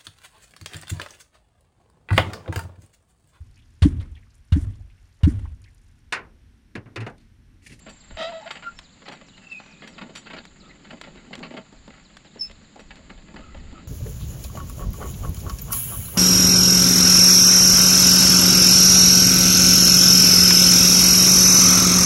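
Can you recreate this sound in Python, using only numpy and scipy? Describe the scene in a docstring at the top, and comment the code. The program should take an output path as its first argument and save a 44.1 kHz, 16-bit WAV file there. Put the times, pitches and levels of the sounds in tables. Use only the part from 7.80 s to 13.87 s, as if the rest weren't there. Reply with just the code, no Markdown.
"""Loaded wheelbarrow on rough ground

A steel wheelbarrow full of corn cobs is pushed over rough dirt on a hillside. Its dry axle groans and
squeals as modulated harmonic tones; bursts of random impacts, filtered by resonances, make the load clatter,
the frame clink, boots and tyre thud and twigs snap. Behind it are insects (filtered noise and a throbbing
tone), a small bird repeating one phrase of gliding tones, and wind on the microphone (slow filtered noise)."""
import sys
import numpy as np
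from scipy import signal
from scipy.fft import rfft, irfft
from scipy.io import wavfile
from scipy.ndimage import uniform_filter1d

SR = 44100
rng = np.random.default_rng(int(sys.argv[2]) if len(sys.argv) > 2 else 0)


def unload_wav(signal):
    """Save mono or channel-first audio to the path in sys.argv[1] as 16-bit WAV at rate SR, clipped to [-1, 1]."""
    wavfile.write(
        sys.argv[1],
        SR,
        np.round(np.clip(np.atleast_2d(signal).T, -1, 1) * 32767).astype(np.int16),
    )


N = 267863
TIME = np.arange(N) / SR  # s

# All level_db columns are relative: the functions add an overall gain to most of them.
# Spectral envelopes of the noises and impacts: pitch_hz, level_db
CHORUS_SPECTRUM = [(5700, -30.5), (6300, -9.5), (6700, 3), (7050, 6.5), (7350, 8), (7650, -2), (7950, -8.5),
                   (8150, -32.5), (8700, -38.5), (9800, -24), (10500, -41.5), (11300, -59)]
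AIR_SPECTRUM = [(60, -10.5), (130, 1), (190, 4), (400, -13), (1000, -15.5), (2000, -15), (3300, -18),
                (4200, -15), (4700, -17), (5500, -30), (8700, -41), (10200, -42), (11300, -76),
                (15000, -69)]
WIND_SPECTRUM = [(10, -6), (28, 4), (45, 0.5), (80, -3.5), (140, -22), (300, -29.5), (900, -90)]
CLATTER_SPECTRUM = [(60, -37), (140, -4), (220, -3.5), (340, -5), (1000, -4.5), (2000, -2.5), (3200, -8.5),
                    (4600, -8.5), (5600, -23.5), (7500, -14), (10000, -36), (15000, -60)]
CRACK_SPECTRUM = [(100, -15.5), (600, -6.5), (1900, -2.5), (2700, -5.5), (4000, -4), (5500, -15),
                  (8000, -17), (11000, -39.5), (15500, -39)]
THUMP_SPECTRUM = [(40, -1), (120, -9), (220, 8), (330, 6.5), (560, 1), (900, 4), (1600, -11), (4000, -60)]

# Wind force at the microphone: time_s, level_db
WIND_LEVEL = [(0.0, -57), (2.3, -63.5), (2.8, -53.5), (3.7, -57.5), (4.6, -56.5), (5.45, -45.5),
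              (5.88, -37.5), (6.07, -52)]
# Single gusts: centre_s, level_db
GUSTS = [(0.34, -40.5), (3.981, -47.5), (4.715, -44)]
GUST_S = 0.037  # time from the centre of a gust to 1/e of its peak

# Rolling wheel: time_s, tray_rumble_db, soil_crunch_db
ROLLING = [(0.0, -59, -62), (0.33, -81, -59), (0.4, -75, -41.5), (0.56, -68, -49), (0.75, -56, -45),
           (1.08, -73, -66.5), (1.36, -55, -60.5), (1.85, -62.5, -57), (2.15, -48, -53.5),
           (2.75, -56.5, -62), (3.15, -49.5, -53), (3.44, -51.5, -57.5), (3.63, -40, -51),
           (3.87, -64, -59.5), (4.5, -60.5, -63), (4.8, -61, -64), (5.1, -57, -59), (6.07, -47, -56.5)]
# Resonances of the tray with its load: pitch_hz, width_hz, level_db
TRAY_MODES = [(215.7, 83, 10), (412, 14, -3.5), (552, 42, 7.5), (640, 13.4, 11.5), (781, 15.3, 12),
              (889, 7.1, 15.5), (1080, 14, 7), (1130, 13, 8), (1155, 9.7, 2), (1372, 70, 8), (1695, 23, 8),
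              (1840, 45, -0.5), (1893, 60, 4), (2035, 40, 9.5), (2190, 35, 7.5), (2577, 25, 12.5),
              (2830, 22, 5), (2794, 27, 7.5), (3028, 140, 10.5), (3040, 18, -16), (3370, 17, -6),
              (3850, 68, -1), (4600, 25, -11), (4790, 50, 7)]
# Jolts of the load at the larger bumps: start_s, level_db, boom_db, settle_s
JOLTS = [(0.062, -39, 1.5, 0.01), (0.084, -38, -5.5, 0.012), (0.303, -38.5, -2.5, 0.0076),
         (0.37, -30, -11, 0.0035), (0.52, -38.5, -12, 0.052), (0.658, -30, -22, 0.033),
         (0.705, -25, -18, 0.004), (0.754, -32.5, -13, 0.01), (0.823, -35.5, -32, 0.024),
         (1.217, -43.5, -0.5, 0.011), (1.255, -36.5, -29, 0.015), (1.277, -32, -4, 0.011),
         (1.312, -35.5, -14, 0.032), (1.412, -39, -4, 0.0053), (1.799, -35.5, -6.5, 0.004),
         (1.86, -41, -8, 0.0018), (2.019, -34.5, -7, 0.029), (2.072, -40, -10, 0.008),
         (2.179, -32, -20, 0.01), (2.211, -30, -4.5, 0.013), (2.292, -44, 6, 0.0081),
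         (2.456, -33.5, -10.5, 0.019), (2.5, -32.5, -8, 0.021), (2.532, -30, -6, 0.01),
         (2.564, -31, -6, 0.015), (2.82, -50.5, 2, 0.057), (2.89, -45.5, -8, 0.02),
         (3.046, -39.5, -17, 0.0082), (3.104, -32, -13, 0.014), (3.237, -36, -8, 0.011),
         (3.272, -43, 5, 0.0091), (3.365, -42, -6, 0.025), (3.529, -27.5, -10.5, 0.0081),
         (3.627, -28.5, -10, 0.015), (3.706, -38.5, 2, 0.0067), (3.738, -38.5, 8.5, 0.0074),
         (3.766, -30.5, 0, 0.017), (4.103, -39.5, -11, 0.0026), (4.132, -42, -18, 0.048),
         (4.445, -47, -1, 0.016), (4.563, -45.5, -8, 0.025), (4.696, -42, -2, 0.0042),
         (4.991, -37.5, -3, 0.0067), (5.106, -33.5, -23, 0.0071), (5.165, -43.5, 0.5, 0.038),
         (5.295, -32.5, -5, 0.014), (5.482, -42, -1, 0.022), (5.558, -33, -3, 0.029),
         (5.745, -39.5, 4, 0.0055), (5.975, -43.5, -3, 0.022)]
# Lesser shifts of the load: level in dB above the soil_crunch_db column
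JOSTLES_PER_S, JOSTLE_DB, JOSTLE_SPREAD_DB = 5, 3.5, 6
JOSTLE_BOOM_DB, JOSTLE_SETTLE_S = -2, 0.013

# Blows on the steel frame: start_s, level_db
CLINKS = [(0.0913, -45), (0.7062, -42), (1.317, -46), (2.073, -44.5), (2.3511, -37.5), (2.367, -38.5),
          (4.993, -50)]
# Ringing modes of the frame: pitch_hz, level_db, t60_s
FRAME_MODES = [(2600, 0.5, 0.16), (3232, 15, 0.027), (3760, 1.5, 0.09), (4550, 11.5, 0.052),
               (5670, 8, 0.058), (5560, -25, 0.078), (7100, -11, 0.14), (7150, 11.5, 0.076),
               (7900, 0, 0.22), (10070, -36, .18)]

# Runs of the bird's phrase: first_s, end_s, period_s, level_db
PHRASES = [(0.184, 0.75, 0.21, -45), (1.022, 2.9, 0.22, -42), (3.017, 4.05, 0.233, -51.5),
           (4.23, 4.75, 0.207, -45.5), (4.821, 6.05, 0.24, -49.5)]
# The three notes of a phrase, each a list of points: time_in_phrase_s, pitch_hz, level_db
NOTES = [
    [(0, 6500, -26), (0.016, 5200, -17), (0.03, 4100, -8), (0.055, 3180, -23.5)],
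    [(0.066, 3100, -22.5), (0.08, 3670, -13), (0.092, 4300, -27.5)],
    [(0.098, 5700, -34), (0.109, 4400, -11.5), (0.125, 3350, -17.5)],
]

# Three pushes that make the axle groan:
# start_s, length_s, level_db, first_pitch_hz, last_pitch_hz, roughness (0-1), overtones_db
GROANS = [(0.367, 0.15, -28, 647.5, 698, 0.76, 3.5), (0.516, 0.1, -31.5, 652, 638, 0.39, -3.5),
          (0.655, 0.032, -34.5, 653, 650, 0.65, -9)]
# Groan harmonics from the second upward: level_db, before the fork colours them
GROAN_PARTIALS_DB = [-8, -15, -23, -30, -20.5, -28, -46]
# Resonances of the wheel fork: pitch_hz, width_hz, level_db
FORK_MODES = [(570, 18, 14), (815, 25, -2), (927, 23, 14), (1400, 96, 8.5), (1810, 46, 10), (1870, 74, 9.5),
              (2657, 38, 9.5), (3140, 200, 13.5), (3600, 63, 16), (3800, 31, 14), (4880, 60, 16.5)]
# Spectral envelope on which the fork resonances stand: pitch_hz, level_db
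FORK_SPECTRUM = [(200, -17), (700, 5.5), (1300, -11), (1550, -11), (1900, -6), (3800, 1), (4200, -3.5),
                 (6000, -3), (9000, -4.5), (15000, -56)]
GROAN_ATTACK, GROAN_RELEASE = 0.3, 0.43  # shares of a push
GROAN_SETTLE = 0.71  # share of the roughness lost in a push as the axle finds its grip
GROAN_BEND = 3.56  # power of time: the higher, the later in a push the pitch bends
# Flutter of the grip at roughness 1, rms share of the level
GROAN_SHUDDER, OVERTONE_FLUTTER, SQUEAL_FLUTTER = 0.35, 0.7, 0.5

# Squeals of the axle on one mode: peak_s, rise_s, fall_s, level_db, pitch_hz, roughness (about 0-1)
SQUEALS = [(0.526, 0.006, 0.0062, -42, 934, 0.8), (0.625, 0.014, 0.028, -44.5, 859, 1),
           (0.836, 0.008, 0.03, -39.5, 1424, 0.6), (0.877, 0.014, 0.015, -32.5, 1391, 0.46),
           (0.9, 0.0089, 0.023, -47, 1389, 0.6), (0.987, 0.019, 0.016, -51.5, 5370, 0.18),
           (1.561, 0.05, 0.04, -59, 2890, 0.63), (1.66, 0.053, 0.043, -56.5, 2670, 0.4),
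           (1.703, 0.003, 0.0065, -43, 2680, 0.3), (1.673, 0.0045, 0.005, -42.5, 2660, 0.1),
           (1.725, 0.011, 0.018, -34, 2648, 0.26), (1.749, 0.0052, 0.011, -37, 2485, 0.3),
           (1.773, 0.011, 0.02, -38.5, 2540, 0.38), (1.83, 0.04, 0.12, -68.5, 5930, 0),
           (1.88, 0.07, 0.15, -56, 2500, 0.8), (2.85, 0.049, 0.046, -58, 1287, 0.9),
           (2.91, 0.015, 0.03, -55.5, 2000, 1), (4.6, 0.0062, 0.004, -34, 5340, 0),
           (4.613, 0.00467, 0.041, -25, 5298, 0.14), (4.634, 0.013, 0.059, -57, 2640, 1.1),
           (5.628, 0.013, 0.19, -56.5, 1307, 1.12), (5.72, 0.023, 0.17, -61, 2000, 0.8),
           (5.971, 0.042, 0.039, -53, 1300, 1.07)]
# Around its peak a squeal sinks from this share above its pitch to as much below; time constant in s
SQUEAL_SAG, SQUEAL_SAG_S = 0.0077, 0.0096

# Snaps of twigs and grit: start_s, level_db
SNAPS = [(0.71, -25), (0.9892, -28), (1.2854, -32), (1.4846, -40.5), (2.0762, -32), (2.359, -28),
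         (2.6528, -32.5), (3.2134, -25.5), (3.5536, -28), (3.5914, -38), (4.3685, -34), (5.1567, -39.5)]
# Thuds of boots and tyre on dirt: start_s, level_db, hollow_note_hz, grit_db
THUDS = [(1.29, -35.5, 850, -6), (1.32, -35, 673, -11), (2.218, -34, 253, -16), (2.263, -39, 240, -20),
         (2.292, -43, 221, -22), (2.536, -35, 229, -27), (3.128, -31.5, 218, -19), (3.355, -37.5, 363, -10),
         (3.507, -32, 202, -11), (3.577, -32.5, 240, -4), (3.603, -34.5, 199, -7), (3.709, -29.5, 250, -20),
         (3.925, -36, 230, -4), (4.077, -33, 245, -1), (4.556, -33.5, 417, -9), (4.711, -45, 102, 14),
         (4.958, -35, 645, -2.5), (5.541, -32, 252, -4.5), (5.746, -36, 204, -8), (5.925, -33, 267, -5)]


def amp(db):
    """Logarithmic level: decibels become an amplitude ratio."""
    return 10 ** (np.asarray(db) / 20)


def evened(x):
    """Power normalisation: scales to rms 1."""
    return x / np.sqrt(np.mean(x ** 2) + 1e-20)


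def peaked(x, size=180):
    """Short-time power normalisation: the loudest few milliseconds get rms 1."""
    return x / np.sqrt(uniform_filter1d(x ** 2, size).max() + 1e-20)


def curves(rows, t):
    """Linear interpolation: the columns of a table at the times t."""
    s, *columns = np.transpose(rows)
    return [np.interp(t, s, c) for c in columns]


def add(mix, s, sound):
    """Superposition: adds a sound to the mix at time s."""
    part = mix[max(round(s * SR), 0):][:len(sound)]
    part += sound[:len(part)]


def wander(count, hz):
    """Low-passed random fluctuation: rms 1, mostly slower than hz."""
    f = np.fft.rfftfreq(count, 1 / SR)
    spectrum = rfft(rng.standard_normal(count))
    return evened(irfft(spectrum * (f > 0) / (1 + (f / hz) ** 4), count))


def response(points, modes=(), size=8192):
    """Minimum-phase system: causal impulse response of a spectral envelope with resonances on it."""
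    hz = np.abs(np.fft.fftfreq(size, 1 / SR))
    f, db = np.transpose(points)
    gain = amp(np.interp(np.log(hz + 1), np.log(f + 1), db))
    resonance = sum(amp(d) ** 2 / (1 + (2 * (hz - f0) / w) ** 2) for f0, w, d in modes)
    gain = gain * np.sqrt(1 + resonance)
    # The Hilbert transform of the log gain gives the phase.
    impulse = np.fft.ifft(np.exp(np.conj(signal.hilbert(np.log(gain))))).real
    return impulse[:size // 2] * np.hanning(size)[size // 2:]


def through(x, impulse):
    """Convolution: the output of a linear system driven by x."""
    return signal.oaconvolve(x, impulse)[:len(x)]


def band(x, lo_hz, hi_hz):
    """Band-pass filtering between two cutoff frequencies."""
    edges = [lo_hz, min(hi_hz, SR / 2 - 1)]
    return signal.sosfilt(signal.butter(3, edges, "band", fs=SR, output="sos"), x)


def grains(count, per_s, spread_db):
    """Random impulse train: tiny impacts of either sign, a few larger than the rest."""
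    size = amp(spread_db * np.minimum(rng.exponential(1, count), 4))
    return size * rng.choice([-1, 1], count) * (rng.random(count) < per_s / SR)


def swell(t, rise, fall):
    """Relaxation: a quick rise and an exponential fall."""
    return (1 - np.exp(-t / rise)) * np.exp(-t / max(fall, .001))


def echoes(x, t60, wet_db):
    """Scattering: adds a decaying tail of sparse reflections."""
    t = np.arange(SR // 2) / SR
    taps = grains(len(t), 2000, 1) * amp(-60 * t / t60) * (t > .004)
    return x + amp(wet_db) * through(x, taps / np.linalg.norm(taps))


def insects(chorus_db=-64, cricket_db=-51.0, cricket_hz=7440, chirps_per_s=27.0, stop_s=1.21, fade_s=0.93):
    """Amplitude modulation: one nearer cricket throbs and fades out before a steady far chorus of noise."""
    chorus = evened(through(rng.standard_normal(N), response(CHORUS_SPECTRUM)))
    throb = np.sin(np.pi * chirps_per_s * TIME - .7) ** 2
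    fade = np.clip((stop_s - TIME) / fade_s, 0, 1)
    hz = cricket_hz + 75 * wander(N, 210)
    cricket = throb * fade * np.sin(2 * np.pi * np.cumsum(hz) / SR)
    return amp(chorus_db) * chorus + amp(cricket_db) * cricket


def breeze(air_db=-55, wind_db=-2, lumps_db=3.5):
    """Turbulence as filtered noise: the hush of the wooded valley and lumpy gusts at the microphone."""
    air = evened(through(rng.standard_normal(N), response(AIR_SPECTRUM))) * amp(.5 * wander(N, 5.6))
    wind = evened(through(rng.standard_normal(N), response(WIND_SPECTRUM)))
    force = amp(curves(WIND_LEVEL, TIME)[0] + lumps_db * wander(N, 4.5))
    force += sum(amp(db) * np.exp(-((TIME - s) / GUST_S) ** 2) for s, db in GUSTS)
    return amp(air_db) * air + amp(wind_db) * force * wind


def rolling(rumble_db=-1, crunch_db=-2):
    """Random excitation of resonances: crushed crumbs of soil crunch and the loaded tray shakes."""
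    rumble, crunch = curves(ROLLING, TIME)
    tray = response(CLATTER_SPECTRUM, TRAY_MODES)
    shake = evened(band(through(grains(N, 950, 1.0), tray), 101, 407))
    crushing = grains(N, 1600, 2.9) * amp(3.8 * wander(N, 33))
    crumbs = evened(band(through(crushing, tray), 470, 9800))
    return amp(rumble + rumble_db) * shake + amp(crunch + crunch_db) * crumbs


def jostles():
    """Random events in time slots: small bumps follow the soil crunch in level; rows like those of JOLTS."""
    rows = []
    for slot in np.arange(0, N / SR, 1 / JOSTLES_PER_S):
        s = slot + rng.random() / JOSTLES_PER_S
        _, crunch = curves(ROLLING, s)
        db = crunch + JOSTLE_DB + JOSTLE_SPREAD_DB * rng.standard_normal()
        rows.append((s, db, JOSTLE_BOOM_DB, JOSTLE_SETTLE_S))
    return rows


def cob_modes(count=9):
    """Local modes: each landing rings cobs and a patch of sheet; rows of pitch_hz, width_hz, level_db."""
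    hz = np.exp(rng.uniform(np.log(800), np.log(4800), count))
    return [(f, 14 + f / 130, 11) for f in hz]


def jolts(clatter_db=-6, boom_db=-4, bright_db=-28, rattle_db=-22, rattle_s=0.033, clump_db=3.0):
    """Impact excitation: cobs land in a quick, uneven cluster, and the tray's boom builds more slowly."""
    out, t = np.zeros(N), np.arange(SR // 4) / SR
    for s, db, boom, settle in JOLTS + jostles():
        tray = response(CLATTER_SPECTRUM, TRAY_MODES + cob_modes())
        shape = swell(t, 0.0021, settle) + amp(rattle_db) * swell(t, 0.0072, rattle_s)
        shape = shape * amp(clump_db * wander(len(t), 87))
        cobs = through(grains(len(t), 4000, 3.06) * shape, tray)
        body = through(grains(len(t), 2200, 4.1) * swell(t, 0.0038, 1.54 * settle), tray)
        sound = amp(clatter_db) * peaked(band(cobs, 530, 6000))
        sound += amp(bright_db) * peaked(band(cobs, 5400, 13000))
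        sound += amp(boom + boom_db) * peaked(band(body, 147, 625))
        add(out, s, amp(db) * sound)
    return out


def clinks(ring_db=-6, clash_db=-4, clash_s=0.012):
    """Modal ringing: steel chatters against steel and excites the decaying modes of the frame."""
    out, t, crack = np.zeros(N), np.arange(SR // 4) / SR, response(CRACK_SPECTRUM)
    ring = sum(amp(db - 60 * t / t60) * np.sin(2 * np.pi * hz * t) for hz, db, t60 in FRAME_MODES)
    for s, db in CLINKS:
        contact = grains(len(t), 5000, 4.0) * swell(t, 0.0045, clash_s)
        ringing = amp(db + ring_db) * peaked(through(contact, ring))
        clash = amp(db + clash_db) * peaked(through(contact, crack))
        add(out, s, ringing + clash)
    return out


def bird():
    """Frequency glides: a distant bird repeats a long falling note, a short rise and a quick fall."""
    out = np.zeros(N)
    for first, end, period, db in PHRASES:
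        for s in np.arange(first, end, period):
            pitch = 1 + 0.01185 * rng.standard_normal()  # each phrase is slightly sharp or flat
            for note in NOTES:
                t = np.arange(note[0][0], note[-1][0], 1 / SR)
                hz, note_db = curves(note, t)
                waver = 1 + .35 * wander(len(t), 120)
                tone = np.sin(2 * np.pi * np.cumsum(hz * pitch) / SR)
                fades = signal.windows.tukey(len(t), .2)
                add(out, s + t[0], amp(db + note_db) * waver * tone * fades)
    return echoes(out, t60=.2, wet_db=-8)


def groan(jitter=0.042, rasp_db=-13, dulling_db=-4):
    """Stick-slip friction: uneven slips at the axle smear the overtones and rasp through the fork."""
    out = np.zeros(N)
    for s, length, db, first_hz, last_hz, roughness, over_db in GROANS:
        t = np.arange(0, length, 1 / SR)
        u = t / length  # share of the push completed
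        hz = first_hz + (last_hz - first_hz) * u ** GROAN_BEND
        rough = roughness * (1 - GROAN_SETTLE * u)
        push = np.minimum(np.minimum(u / GROAN_ATTACK, (1 - u) / GROAN_RELEASE), 1) ** 0.66
        phase = 2 * np.pi * np.cumsum(hz * (1 + jitter * rough * wander(len(t), 180))) / SR
        overtones = np.zeros(len(t))
        for k, partial_db in enumerate(GROAN_PARTIALS_DB, 2):
            partial = np.sin(k * phase + rng.uniform(0, 2 * np.pi))
            flutter = 1 + OVERTONE_FLUTTER * rough * wander(len(t), 123)
            overtones += amp(partial_db) * partial * flutter
        # The noise of the rasp pulses once in every cycle.
        pulsed_noise = rng.standard_normal(len(t)) * (1 + np.cos(phase)) ** 2
        rasp = evened(band(pulsed_noise, 540, 5700))
        upper = np.sqrt(2) * overtones + amp(rasp_db) * rough * rasp
        upper = through(amp(over_db + dulling_db * u) * upper, response(FORK_SPECTRUM, FORK_MODES))
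        tone = np.sqrt(2) * np.sin(phase) * (1 + GROAN_SHUDDER * rough * wander(len(t), 70))
        add(out, s, amp(db) * push * (tone + upper))
    return out


def squeals(second_db=-37, rough_overtones_db=22, fall_db=-14, jitter=0.033):
    """Mode locking: the axle holds one sagging near sine with weak overtones and an unsteady grip."""
    out = np.zeros(N)
    for s, rise, fall, db, hz, rough in SQUEALS:
        t = np.arange(-2.5 * rise, 2.5 * fall, 1 / SR)  # zero at the peak
        envelope = np.exp(-(t / np.where(t < 0, rise, fall)) ** 2)
        sag = SQUEAL_SAG * np.tanh(t / SQUEAL_SAG_S)
        pitch = hz * (1 - sag + jitter * rough * wander(len(t), 190))
        phase = 2 * np.pi * np.cumsum(pitch) / SR
        harmonics = [k for k in range(2, 5) if k * hz < SR / 2]
        overtones = sum(amp((k - 2) * fall_db * rough) * np.sin(k * phase) for k in harmonics)
        tone = np.sin(phase) + amp(second_db + rough_overtones_db * rough) * overtones
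        grip = 1 + (0.061 + SQUEAL_FLUTTER * rough) * wander(len(t), 85)
        add(out, s + t[0], np.sqrt(2) * amp(db) * envelope * grip * tone)
    return out


def axle():
    """Reverberant decay: groan and squeals ring on briefly in the frame."""
    return echoes(groan() + squeals(), t60=.06, wet_db=-14)


def snaps(crack_db=-7, crack_s=0.003, tail_db=-27):
    """Brittle fracture: dense bursts of impulses make short dry cracks under wheel and boot."""
    out, t, crack = np.zeros(N), np.arange(SR // 16) / SR, response(CRACK_SPECTRUM)
    for s, db in SNAPS:
        shape = swell(t, 0.000097, crack_s) + amp(tail_db) * swell(t, 0.0011, 0.059)
        burst = grains(len(t), 11000, 1.0) * shape
        add(out, s, amp(db + crack_db) * peaked(through(burst, crack)))
    return out


def thuds(push_db=-7, grit_db=-7, thud_s=0.016, hollow_db=13):
    """Damped impact: a dull push into packed earth has a hollow resonance and crushes a little grit."""
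    out, t, crack = np.zeros(N), np.arange(SR // 5) / SR, response(CRACK_SPECTRUM)
    for s, db, hz, grit in THUDS:
        # The first four tray modes sound along with the hollow note.
        earth = response(THUMP_SPECTRUM, TRAY_MODES[:4] + [(hz, hz / 4, hollow_db)])
        push = peaked(through(grains(len(t), 3200, 1.2) * swell(t, 0.00093, thud_s), earth))
        crunch = peaked(through(grains(len(t), 1700, 1.1) * swell(t, 0.0018, 0.0039), crack))
        add(out, s, amp(db + push_db) * (push + amp(grit + grit_db) * crunch))
    return out


def scene():
    """Superposition of sources: the barrow in the open, with faint scatter from the slope."""
    barrow = rolling() + jolts() + clinks() + axle() + snaps() + thuds()
    outdoors = echoes(barrow, t60=.2, wet_db=-24)
    return (insects() + breeze() + outdoors + bird())[None]


def record(dry, edge_hz=15750):
    """Band limitation: a linear-phase low-pass filter removes the highest treble."""
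    lowpass = signal.firwin(511, edge_hz, window=("kaiser", 9), fs=SR)
    return signal.oaconvolve(dry, lowpass[None], "same")


dry = scene()
out = record(dry)
unload_wav(out)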